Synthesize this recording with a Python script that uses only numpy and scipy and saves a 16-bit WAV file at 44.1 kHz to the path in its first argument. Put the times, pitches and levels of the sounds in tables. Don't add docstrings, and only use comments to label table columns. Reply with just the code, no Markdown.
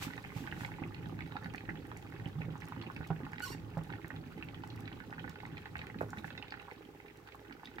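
import sys
import numpy as np
from scipy import signal
from scipy.fft import rfft, irfft
from scipy.io import wavfile
from scipy.ndimage import uniform_filter1d

SR = 44100
rng = np.random.default_rng(int(sys.argv[2]) if len(sys.argv) > 2 else 0)


def int16_out(signal):
    q = np.round(np.clip(np.atleast_2d(signal).T, -1, 1) * 32767)
    wavfile.write(sys.argv[1], SR, q.astype(np.int16))


N = 343980
TIME = np.arange(N) / SR
EDGE_HZ = 15900

# time_s, level_db
BOIL_CURVE = [(0, 0.5), (1.1, 3), (1.85, 1.5), (2.45, 0.5), (2.7, 1.5), (3.5, 0.5), (4.4, -1), (5.95, 0.5),
              (6.35, -1.5), (6.75, -18.5), (7.2, -20.5), (7.8, -11)]
# time_s, level_db
FROTH_CURVE = [(0, 4), (.7, 1), (1.0, 1), (1.5, 0), (2.05, -0.5), (2.6, 1.5), (3.35, 2), (3.65, -2.5),
               (3.95, 1.5), (4.3, -0.5), (5.3, 1), (6.3, -3.5), (6.65, 1.5), (6.9, -6), (7.2, -6),
               (7.55, -4), (7.8, -0.5)]
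# frequency_hz, likeness (0-1)
CHANNEL_LIKENESS = [(30, 1), (250, 0.87), (600, 0), (1500, 0), (5000, 0.02), (15000, 0)]


def pops(glide=0.048, glide_per_octave=0.24, echo_db=-4, snap_db=-14.0, puff_db=-16, puff_hz=820,
         after_db=-12, after_s=0.0083, after_ratio=1.227, count=2):
    # (snap, before snap_db)
    large_pops = [(0.024, -33, 1800, -70), (0.1353, -37, 1950, -55), (0.178, -34, 1730, -55),
                  (0.2411, -38.5, 2120, -68), (0.2483, -35, 2120, -71), (0.3038, -39, 2020, -79),
                  (0.3195, -47, 2180, -76), (0.467, -40, 2220, -54), (0.474, -30.5, 1630, -55),
                  (0.5147, -38, 2720, -57), (0.5249, -29, 1760, -62), (0.6082, -33.5, 1530, -76),
                  (0.634, -35.5, 1430, -61), (0.6483, -29.5, 2010, -48.5), (0.718, -36, 1860, -76),
                  (0.7398, -41, 2200, -71), (0.785, -41, 1110, -82), (0.8253, -40, 1380, -66),
                  (0.8364, -33.5, 2300, -73), (0.946, -42, 2720, -50.5), (1.0583, -41, 1430, -58),
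                  (1.1905, -36, 1590, -58), (1.2063, -34, 2150, -54), (1.2221, -39, 2150, -56),
                  (1.3146, -56, 1900, -69), (1.3216, -38.5, 1450, -55), (1.3545, -39, 900, -77),
                  (1.367, -29, 1340, -49), (1.4254, -40.5, 1660, -63), (1.4438, -37.5, 1620, -53.5),
                  (1.4588, -33, 1530, -55), (1.4992, -44.5, 2920, -78), (1.5376, -42, 2000, -60),
                  (1.5468, -30, 1740, -62), (1.5802, -39, 2230, -51), (1.607, -40, 1890, -68),
                  (1.6904, -28.5, 1650, -79), (1.6943, -30, 1860, -71), (1.756, -41, 1670, -59),
                  (1.772, -44, 3030, -73), (1.9157, -33, 1260, -58), (1.966, -40, 2130, -77),
                  (2.0255, -49, 3100, -61), (2.123, -38.5, 1680, -80), (2.1631, -42, 1710, -63),
                  (2.198, -40, 1800, -75), (2.2574, -36, 2800, -67), (2.418, -33.5, 2200, -81),
                  (2.4517, -44, 2140, -78), (2.555, -36, 1220, -74), (2.6207, -36.5, 1880, -64),
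                  (2.722, -34, 1190, -61), (2.815, -61, 2500, -48), (2.8657, -38, 2550, -80),
                  (2.9, -32, 1320, -86), (2.9635, -34.5, 2400, -58), (3.011, -36.5, 1410, -81),
                  (3.043, -44, 1870, -67), (3.2516, -42.5, 1930, -56.5), (3.2658, -35, 1250, -76),
                  (3.3324, -32, 1690, -74), (3.3824, -33.5, 1950, -52), (3.404, -29.5, 1580, -55),
                  (3.5262, -39, 1840, -68), (3.5479, -41, 1600, -64), (3.9026, -35, 1450, -57),
                  (3.9256, -38, 2120, -54), (3.9362, -35, 1660, -66), (3.9558, -44, 1980, -70),
                  (4.0453, -34.5, 1710, -79), (4.1043, -32.5, 1620, -65), (4.163, -49, 2740, -52),
                  (4.3797, -44, 1910, -62), (4.4255, -33, 2520, -58), (4.4874, -59, 3150, -50.5),
                  (4.5447, -38.5, 3040, -59), (4.576, -48, 1710, -77), (4.6364, -36, 1200, -52.5),
                  (4.7024, -42, 3750, -52), (4.8565, -43.5, 3600, -63), (4.8776, -34.5, 1820, -51),
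                  (4.917, -40.5, 1670, -71), (4.9287, -43, 2930, -57), (5.0025, -37, 1520, -58.5),
                  (5.1267, -30.5, 1500, -77), (5.1815, -35.5, 1500, -77), (5.1946, -38, 2680, -54),
                  (5.2424, -33, 1490, -79), (5.2782, -34, 1620, -71), (5.3577, -39, 1470, -57),
                  (5.4027, -38, 2100, -56), (5.4328, -42.5, 1020, -78), (5.453, -34.5, 1880, -70),
                  (5.5706, -37.5, 2250, -57), (5.58, -40.5, 2060, -51.5), (5.657, -35, 1680, -53.5),
                  (5.755, -27.5, 1720, -66), (5.7687, -46, 2040, -51), (5.7914, -35, 2290, -48),
                  (5.816, -33, 1930, -53), (5.8393, -42, 1570, -75), (5.8692, -39, 1750, -55),
                  (5.9, -38, 1840, -82), (5.9445, -37.5, 1480, -80), (5.9876, -48, 2450, -51.5),
                  (6.0082, -28.5, 1380, -78), (6.0185, -36, 1400, -78), (6.0298, -44, 1320, -71),
                  (6.1312, -32, 1330, -76), (6.172, -34.5, 1700, -69), (6.1845, -39, 3560, -50),
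                  (6.2439, -29.5, 1550, -63), (6.2792, -39, 1880, -71), (6.3047, -36, 1620, -50.5),
                  (6.3282, -47, 3200, -57), (6.3518, -40.5, 1780, -68), (6.3778, -33.5, 1810, -45),
                  (6.4255, -34.5, 2760, -51), (6.4818, -49, 2100, -54), (6.5225, -30.5, 1650, -48),
                  (6.5404, -34, 1600, -62), (6.5756, -44, 1990, -73), (6.598, -40.5, 2450, -57),
                  (6.6827, -40, 1140, -75), (6.713, -37, 2000, -63), (6.82, -49, 1740, -75),
                  (6.851, -49, 2900, -65), (7.0008, -42.5, 2050, -85), (7.0601, -48, 1810, -67),
                  (7.0827, -46, 2250, -63.5), (7.0996, -46.5, 1900, -72), (7.1848, -50, 1800, -84),
                  (7.2744, -44, 1490, -59), (7.2876, -42, 1600, -60), (7.3224, -50, 2570, -55),
                  (7.3469, -41, 1180, -73), (7.497, -45, 1890, -77), (7.5092, -40, 1610, -68),
                  (7.5253, -48, 2240, -55), (7.6324, -39, 1210, -73), (7.673, -43, 1960, -56),
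                  (7.6852, -51, 2180, -70), (7.7839, -31, 1630, -57)]
    typical_hz, typical_cycles = 1820, 1.15
    ring_power = 2.4
    fewest_cycles, most_cycles = 1.05, 3.0
    lead_s = .0015
    out = np.zeros((2, N))
    for s, db, hz, film_db in large_pops + small_pops():
        burst = np.zeros(SR // 25)
        film = snap(low_hz=2000, high_hz=4200, decay_s=.0012)
        cycles = np.clip(typical_cycles * (hz / typical_hz) ** ring_power, fewest_cycles, most_cycles)
        bend = np.clip(glide + glide_per_octave * np.log2(hz / typical_hz), -.4, .25)
        cavity = bubble(hz, cycles, rise=.9, glide=bend)
        steam_hz = min(puff_hz, hz) * rng.uniform(0.57, 1.54)
        puff = bubble(steam_hz, cycles=0.92, rise=1.0, glide=0)
        add(burst, 0, gain_of(film_db + snap_db) * film)
        add(burst, lead_s, gain_of(db) * cavity)
        add(burst, lead_s, gain_of(db + puff_db) * puff)
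        for k in range(count):
            neighbour_hz = min(hz, typical_hz) * after_ratio * rng.uniform(.7, 1.4)
            neighbour = bubble(neighbour_hz, cycles=1.3, rise=.9, glide=bend)
            wait_s = after_s * (k + 0.302 + rng.random())
            add(burst, lead_s + wait_s, gain_of(db + after_db) * neighbour / (k + 1))
        heard = bounced(burst, rng.uniform(.0001, .00028), echo_db, spread_s=.0033)
        add(out, s - lead_s, panned(heard, 4.7 + rng.standard_normal()))
    return out


def small_pops(top_db=-43, range_db=13, pitch_hz=2050, octaves=0.37, film_db=-62, film_range_db=14, count=150):
    when, size, film, pitch = rng.random((4, count))
    s = (np.arange(count) + 2 * when) % count / count * N / SR
    hz = pitch_hz * 2 ** (octaves * (2 * pitch + 2 * size - 2))
    lively = follow(FROTH_CURVE, s)
    return list(zip(s, top_db - range_db * size + lively, hz, film_db - film_range_db * film + lively))


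def glugs(level_db=-7.0, rise=0.38, glide=0.72, slap_db=-14, slap_hz=480):
    # start_s, level_db (before the setting level_db), pitch_hz,
    # ring_cycles (to 1/e; bubble() rings for 0.4 at least)
    large_glugs = [(0.068, -27, 225, 1.56), (0.36, -26.5, 149, 0.67), (0.405, -32, 235, 2.1),
                   (0.4406, -36, 250, 0.69), (0.6157, -27.5, 226, 1.34), (0.818, -22, 199, 0.49),
                   (0.8514, -25.5, 280, 0.75), (1.0405, -33, 160, 0.61), (1.124, -27, 256, 1.2),
                   (1.3521, -31, 205, 0.78), (1.4549, -32, 191, 0.37), (1.542, -30, 170, 0.55),
                   (1.638, -30, 223, 0.32), (1.686, -33, 272, 1.25), (2.26, -23, 196, 1.1),
                   (2.355, -35, 145, 4.6), (2.4028, -26.5, 187, 0.74), (2.425, -37, 152, 4.6),
                   (2.447, -33, 147, 3), (2.4822, -25, 180, 0.32), (2.506, -36.5, 153, 2.7),
                   (2.8697, -28.5, 252, 0.44), (3.0033, -26, 182, 0.37), (3.204, -28, 280, 0.36),
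                   (3.503, -29, 270, 0.6), (3.546, -31.5, 217, 0.75), (3.917, -28.5, 283, 0.48),
                   (4.0447, -27, 204, 0.33), (4.1419, -32, 203, 0.85), (4.2639, -34.5, 201, 1.1),
                   (4.375, -31, 336, 0.9), (4.836, -31, 180, 0.35), (5.244, -28, 198, 0.89),
                   (5.9596, -29.5, 187, 0.95), (6.1764, -31.5, 167, 1.15), (6.72, -32, 380, 0.64),
                   (6.808, -34.5, 384, 0.87), (6.888, -36, 327, 1.3), (6.949, -40, 420, 0.31),
                   (7.0487, -36.5, 312, 0.7), (7.416, -37, 382, 0.38), (7.764, -38.5, 330, 1.1)]
    out = np.zeros((2, N))
    for s, db, hz, cycles in large_glugs + small_glugs():
        heave = bounced(bubble(hz, cycles, rise, glide), .00012, echo_db=-7.5, spread_s=0.00679)
        closing = bubble(slap_hz * rng.uniform(.8, 1.25), cycles=.6, rise=.3, glide=.1)
        slap = bounced(closing, .0003, echo_db=-5, spread_s=.003)
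        add(out, s, gain_of(db + level_db) * panned(heave, 3.7))
        add(out, s + .5 / hz, gain_of(db + level_db + slap_db) * panned(slap, 18.6))
    return out


def small_glugs(top_db=-33, range_db=7, pitch_hz=200, octaves=0.74, boil_share=0.59, rise_hz_per_db=6, count=40):
    when, size, pitch, length = rng.random((4, count))
    s = (np.arange(count) + when) / count * N / SR
    boil = follow(BOIL_CURVE, s)
    hz = (pitch_hz - rise_hz_per_db * boil) * 2 ** (octaves * (2 * pitch - 1))
    return list(zip(s, top_db - range_db * size + boil_share * boil, hz, (1 + length) / 2))


def simmer(crackle_db=-70.5, fine_db=-61.5, burble_db=-56, churn_db=-54.5, burble_share=0.31, roll_db=3.5):
    # frequency_hz, level_db
    churn_colour = [(15, -33), (25, -8), (32, -27), (42, 1), (60, -7.5), (90, -1.5), (125, -5.5), (160, -3),
                    (215, -3.5), (300, -7.5), (420, -17.5), (650, -29), (1200, -25), (4000, -73)]
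    boil, froth = follow(BOIL_CURVE, TIME), follow(FROTH_CURVE, TIME)
    surges = roll_db * flicker(size=2600)
    churn = gain_of(churn_db + boil + surges) * noise(churn_colour)
    low_bubbles = swarm(low_hz=217.8, high_hz=656, per_s=200, spread_db=6.0, tilt_db=-6.0)
    burble = gain_of(burble_db + burble_share * boil) * low_bubbles
    small_bubbles = swarm(low_hz=991, high_hz=3460, per_s=330, spread_db=6.5, tilt_db=-3.0)
    fine = gain_of(fine_db + froth) * small_bubbles
    tiny_bubbles = swarm(low_hz=2600, high_hz=4600, per_s=110, spread_db=6.0, tilt_db=-3.0, cycles=2.2)
    crackle = gain_of(crackle_db + froth) * tiny_bubbles
    return panned(fine + burble + crackle, 6.1) + panned(churn, 0.78)


def swarm(low_hz, high_hz, per_s, spread_db, tilt_db, cycles=1.1, count=40):
    out = np.zeros((2, N))
    tries = 300
    for hz in np.geomspace(low_hz, high_hz, count):
        ring = bubble(hz, cycles * rng.uniform(.7, 1.4), rise=.6, glide=.22)
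        shape = bounced(ring, 0.0002, echo_db=2.5, spread_s=.003)
        for chance, when, size in rng.random((tries, 3)):
            if chance < per_s * N / SR / count / tries:
                db = spread_db * min(-np.log(1 - size), 2) + tilt_db * np.log2(hz / low_hz)
                add(out, when * N / SR, gain_of(db) * shape)
    return evened(out)


def ticks(ping_db=-2, spit_level_db=-1, faint_db=-80, faint_hz=4900, faint_spray_db=-86, count=16):
    # start_s, spit_db (before
    # spit_level_db), pitch_hz, spray_db
    clear_drops = [(0.165, -75, 5470, -82), (0.275, -89, 7500, -83), (0.661, -71.5, 6860, -89),
                   (0.8755, -83, 6500, -87), (1.436, -76, 5600, -91), (1.4443, -81, 5200, -87),
                   (1.538, -74, 6540, -87), (1.558, -70.5, 5200, -77), (1.7, -77, 5000, -87),
                   (1.8693, -92, 7550, -80), (1.971, -69, 7500, -79), (2.1013, -90, 6000, -84),
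                   (2.578, -77, 7000, -94), (2.6105, -72, 4150, -95), (2.644, -79, 4100, -86),
                   (2.653, -73.5, 7060, -89), (2.6665, -81, 6000, -85), (2.685, -75, 4640, -74),
                   (2.8233, -64, 3800, -94), (2.964, -70.5, 4500, -83), (3.0716, -75, 5250, -78),
                   (3.076, -78, 6000, -81), (3.332, -75.5, 6100, -96), (3.3968, -71, 6130, -77),
                   (3.777, -75.5, 4860, -80), (3.784, -86, 5500, -85), (3.8358, -75, 5070, -77),
                   (4.0802, -85, 6950, -73), (4.445, -88, 6000, -83), (4.674, -74, 6430, -82),
                   (4.7602, -76, 4640, -77), (4.805, -77.5, 6900, -75), (4.9972, -88, 6000, -86),
                   (5.0945, -91, 5500, -90), (5.1052, -70, 3920, -93), (5.2945, -67.5, 5070, -75),
                   (5.4637, -77, 6150, -98), (5.768, -75, 4600, -83), (5.78, -76, 7000, -87),
                   (5.8672, -78, 6500, -83), (6.0124, -88, 5500, -76), (6.0937, -81, 5000, -90),
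                   (6.104, -68.5, 5950, -78), (6.5063, -63, 4060, -94), (6.618, -78, 4500, -84),
                   (7.1718, -78.5, 5980, -83), (7.3535, -84, 6000, -81), (7.6467, -73, 4300, -91),
                   (7.6557, -61, 4060, -88), (7.757, -79, 6000, -87), (7.791, -79, 5000, -84)]
    out = np.zeros((2, N))
    when, pitch = rng.random((2, count))
    moments = when * N / SR
    lively = follow(FROTH_CURVE, moments)
    faint_pitch = faint_hz * 2 ** (.5 * (pitch - .5))
    faint = list(zip(moments, faint_db + lively, faint_pitch, faint_spray_db + lively))
    for s, db, hz, spray_db in clear_drops + faint:
        spit = gain_of(spit_level_db) * snap(low_hz=.65 * hz, high_hz=1.25 * hz, decay_s=.0007) / 2
        add(spit, 0, gain_of(ping_db) * bubble(hz, cycles=3, rise=1, glide=.1))
        spray = snap(low_hz=7000, high_hz=16000, decay_s=.0006) / 2
        drop = gain_of(db) * spit + gain_of(spray_db) * spray
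        add(out, s, bounced(drop, 0, echo_db=-4, spread_s=.0025))
    return out


def pot(x, ring_db):
    # frequency_hz, width_hz, level_db (before ring_db)
    pot_modes = [(116, 42, 6), (151, 6.8, -4), (329, 126, -6), (512, 36, -6), (804, 46, 9),
                 (852, 34.2, 10.5), (1216, 35, -16), (1482, 65, -3), (1750, 78, -12.5), (1926, 520, -5),
                 (2580, 160, -4.5)]
    ring = np.zeros_like(x)
    for hz, width, db in pot_modes:
        ring += gain_of(db) * signal.lfilter(*signal.iirpeak(hz, hz / width, SR), x)
    return x + gain_of(ring_db) * panned(ring, 1.2)


def clunks(glide=-0.1, echo_db=-15, right_db=9):
    # start_s, level_db, pitch_hz
    contacts = [(6.0131, -22.5, 534), (6.0178, -39, 810), (6.0268, -40, 420), (6.0295, -38, 1000),
                (6.0318, -32.5, 604), (6.035, -37, 520), (6.0445, -37, 480), (6.0645, -48, 620),
                (6.0705, -62, 450)]
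    out = np.zeros((2, N))
    for s, db, hz in contacts:
        contact = bubble(hz, cycles=.4, rise=.7, glide=glide)
        add(out, s, gain_of(db) * bounced(contact, .0002, echo_db, spread_s=.003))
    return panned(out, right_db)


def knocks(thud_db=-23, rebound_db=-25, rebound_s=.009):
    # start_s, level_db
    blows = [(3.103, -26.5), (3.7706, -31.5)]
    # frequency_hz, level_db (relative), t60_s
    furniture_modes = [(156.7, 16.5, 0.12), (114, 3, 0.091), (308, -23, 0.03), (460, 0, 0.094),
                       (573, -9, 0.055), (803, 4, 0.11), (870, -11, 0.04), (1076, -31, 0.023),
                       (1390, -26, 0.035), (1810, -31, 0.05)]
    out, t = np.zeros((2, N)), np.arange(SR // 3) / SR
    ring = np.zeros(len(t))
    for k, (hz, db, t60) in enumerate(furniture_modes):
        ring += gain_of(db - 60 * t / t60) * np.sin(2 * np.pi * hz * t) * (-1) ** k
    for s, db in blows:
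        add(out, s, gain_of(db) * ring / abs(ring).max())
        add(out, s, gain_of(db + thud_db) * snap(low_hz=116, high_hz=1100, decay_s=0.0013))
        add(out, s + rebound_s, gain_of(db + rebound_db) * snap(low_hz=300, high_hz=950, decay_s=0.0018))
    return panned(out, 5.9)


def squeak(right_db=6.0):
    # time_s, pitch_hz
    squeak_pitch = [(3.417, 1440), (3.424, 1480), (3.434, 1440), (3.442, 1500), (3.449, 1465),
                    (3.456, 1330), (3.459, 1090), (3.472, 1080), (3.481, 940), (3.495, 1095), (3.511, 1140),
                    (3.516, 1080), (3.521, 915), (3.534, 940), (3.556, 900)]
    # frequency_hz, level_db
    tone_colour = [(800, 6), (1100, -3.5), (1470, 4.5), (2100, -7), (2850, 4), (3500, -15), (4350, 3),
                   (5000, -14), (5450, -0.5), (6100, -13), (8000, -13), (9700, -15), (11800, -10),
                   (13300, -6), (14800, -15), (16000, -27)]
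    rasp_colour = [(300, -30), (1100, -1), (2000, -1), (2850, 2), (3500, -15), (4350, 2), (5500, -8),
                   (7000, -9), (16000, -24)]
    scrape_colour = [(200, -32), (900, -7), (2500, 0), (5000, 0), (8000, 6), (10000, -16), (12500, -7),
                     (14800, -14), (16000, -24)]
    start_db, fade_db_per_s, attack_s, release_s = -45.5, -67, 0.0061, 0.025
    dull_db_per_s = 73
    waver, rough, rough_per_s = .004, .006, .04
    chatter_db, breakup_db = 1.8, 2.8
    rasp_db, scrape_db, scrape_db_per_s = -11, -9.5, 20
    start, end = squeak_pitch[0][0], squeak_pitch[-1][0]
    age = np.arange(0, end - start, 1 / SR)
    hz = follow(squeak_pitch, start + age)
    gate = np.minimum(age / attack_s, 1) * np.minimum(age[::-1] / release_s, 1)
    slow, fast, grip = (flicker(size)[:len(age)] for size in (400, 40, 200))
    level = gate * gain_of(start_db + fade_db_per_s * age + chatter_db * grip)
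    turns = np.cumsum(hz * (1 + waver * slow + (rough + rough_per_s * age) * fast)) / SR
    order = np.arange(1, 18)[:, None]
    breakup = breakup_db * flicker(size=240)[:order.size * len(age)].reshape(order.size, -1)
    dulling = dull_db_per_s * age * (order * hz / EDGE_HZ) ** 2
    partials = gain_of(read(tone_colour, order * hz) + breakup - dulling) * (order * hz < EDGE_HZ)
    tone = evened((partials * np.sin(2 * np.pi * order * turns)).sum(0))
    slips = evened(np.exp(-2 * (turns % 1)))
    rasp = gain_of(rasp_db) * slips * noise(rasp_colour)[:, :len(age)]
    scrape = gain_of(scrape_db + scrape_db_per_s * age) * noise(scrape_colour)[:, :len(age)]
    out = np.zeros((2, N))
    add(out, start, panned(bounced(level * tone, 0, echo_db=-4, spread_s=.0025), right_db))
    add(out, start, level * (rasp + scrape))
    return out


def rustles(level_db=-2, brush_db=-63, brush_s=0.14):
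    # peak_s, level_db (before the setting level_db), rise_s, fall_s (both to 1/e)
    stroke_rows = [(0.031, -39, 0.015, 0.026), (0.372, -52, 0.017, 0.069), (0.615, -52, 0.037, 0.055)]
    # frequency_hz, level_db
    cloth_colour = [(200, -24), (900, -6), (2500, 5), (5000, -4), (8000, -6.5), (10000, -12.5),
                    (13000, -7.5), (15000, -9), (16000, -18)]
    strokes = sum(gain_of(db) * swell(s, rise_s, fall_s) for s, db, rise_s, fall_s in stroke_rows)
    brush = gain_of(brush_db) * swell(brush_s, rise_s=0.65, fall_s=0.4)
    return panned(gain_of(level_db) * (strokes + brush) * noise(cloth_colour), -0.23)


def sizzle(start_db=-70, fade_db_per_s=-0.32, flutter_db=1.5):
    # peak_s, level_db
    flare_rows = [(6.025, -61), (6.108, -72), (6.19, -63), (6.27, -60.5)]
    # frequency_hz, level_db
    hiss_colour = [(1000, -7.5), (6000, -8), (9500, -15.5), (12500, -11), (16000, -16)]
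    flutter = flutter_db * evened(uniform_filter1d(rng.standard_normal(N), size=700))
    flares = sum(gain_of(db) * swell(s, rise_s=0.012, fall_s=0.013) for s, db in flare_rows)
    return (gain_of(start_db + fade_db_per_s * TIME) + flares) * gain_of(flutter) * noise(hiss_colour)


def appliance_hum(level_db=-2):
    # frequency_hz, rms_db (before level_db)
    hum_tones = [(53.8, -70.5), (107.7, -68), (411, -66)]
    hum = np.zeros(N)
    for hz, db in hum_tones:
        hum += np.sqrt(2) * gain_of(db + level_db) * np.sin(2 * np.pi * (hz * TIME + rng.random()))
    return hum


def room_air(level_db=-62.5):
    # frequency_hz, level_db
    air_colour = [(20, -34), (45, -43), (60, 11), (110, -19), (200, -7), (310, -15.5), (410, 2.5),
                  (600, -7), (850, -11.5), (1150, -12), (1500, -8.5), (2100, -12), (5600, -32.5),
                  (8000, -29.5), (9500, -40.5), (15800, -23.5)]
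    return gain_of(level_db) * noise(air_colour)


def kitchen(x):
    # frequency_hz, t60_s
    room_decay = [(100, 0.33), (500, 0.19), (2000, 0.11), (6000, 0.27), (15000, 0.075)]
    taps = rng.standard_normal((2, SR // 2)) * (np.arange(SR // 2) > .006 * SR)
    hz, t, z = signal.stft(taps, SR, nperseg=256)
    same = np.clip(read(CHANNEL_LIKENESS, hz), 0, 1)[:, None]
    z[1] = same * z[0] + np.sqrt(1 - same ** 2) * z[1]
    decay = gain_of(-60 * t / read(room_decay, hz)[:, None])
    tail = signal.istft(z * decay, SR, nperseg=256)[1]
    return signal.fftconvolve(x, tail / np.linalg.norm(tail[0]), axes=1)[:, :N]


def bubble(hz, cycles, rise, glide):
    cycles = max(cycles, .4)
    age = np.arange(int(7 * cycles / hz * SR) + 8) * hz / SR
    envelope = (1 - np.exp(-(age / rise) ** 2)) * np.exp(-age / cycles)
    pitch = hz * (1 + glide * (np.tanh(age / cycles) - .5))
    return envelope / envelope.max() * np.sin(2 * np.pi * np.cumsum(pitch) / SR)


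def snap(low_hz, high_hz, decay_s):
    t = np.arange(SR // 50) / SR
    band = signal.butter(3, [low_hz, min(high_hz, SR / 2.2)], "band", fs=SR, output="sos")
    burst = signal.sosfilt(band, rng.standard_normal(len(t)) * t * np.exp(-t / decay_s))
    return evened(burst) * np.sqrt(len(t) / SR / decay_s / 2)


def bounced(x, lag_s, echo_db, spread_s, count=12):
    direct, echoes = np.zeros((2, 2, SR // 30))
    delay = np.minimum(spread_s * (.2 + rng.exponential(1, count)), .028)
    strength = rng.choice([-1, 1], count) * np.exp(-delay / (3 * spread_s))
    for side in range(2):
        direct[side, int(abs(lag_s) * SR) * (1 - side)] = 1
        taps = ((delay + rng.uniform(0, .0005, count)) * SR).astype(int)
        np.add.at(echoes[side], taps, strength)
    response = direct + gain_of(echo_db) * echoes / np.linalg.norm(strength)
    return signal.fftconvolve(x[None], response, axes=1)


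def noise(colour):
    hz = np.fft.rfftfreq(N, 1 / SR)
    a, b = rfft(rng.standard_normal((2, N)))
    same = np.clip(read(CHANNEL_LIKENESS, hz), 0, 1)
    pair = np.array([a, same * a + np.sqrt(1 - same ** 2) * b])
    return evened(irfft(pair * gain_of(read(colour, hz)), N))


def flicker(size):
    return evened(uniform_filter1d(uniform_filter1d(rng.standard_normal(N), size), size // 2))


def swell(peak_s, rise_s, fall_s):
    return np.exp(-np.maximum((peak_s - TIME) / rise_s, (TIME - peak_s) / fall_s))


def panned(x, right_db):
    return x * gain_of(np.array([[-right_db], [right_db]]) / 2)


def add(mix, s, sound):
    part = mix[..., max(round(s * SR), 0):][..., :sound.shape[-1]]
    part += sound[..., :part.shape[-1]]


def follow(rows, t, axis=1):
    rows = np.array(rows)
    return np.interp(t, rows[:, 0], rows[:, axis])


def read(points, hz):
    f, value = np.transpose(points)
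    return np.interp(np.log(hz + 1), np.log(f + 1), value)


def evened(x):
    return x / np.sqrt(np.mean(x ** 2) + 1e-20)


def gain_of(db):
    return 10 ** (np.asarray(db) / 20)


def scene():
    soup = pot(pops() + glugs() + simmer(), ring_db=4.0) * gain_of(-4.5)
    near = soup + ticks() + knocks() + squeak()
    close = clunks()
    reverberation = gain_of(-9.5) * kitchen(near + gain_of(-21) * close)
    background = rustles() + sizzle() + appliance_hum() + room_air()
    return near + close + reverberation + background


def record(dry):
    low_pass = signal.firwin(511, EDGE_HZ, window=("kaiser", 9), fs=SR)
    return signal.oaconvolve(dry, low_pass[None], "same")


dry = scene()
out = record(dry)
int16_out(out)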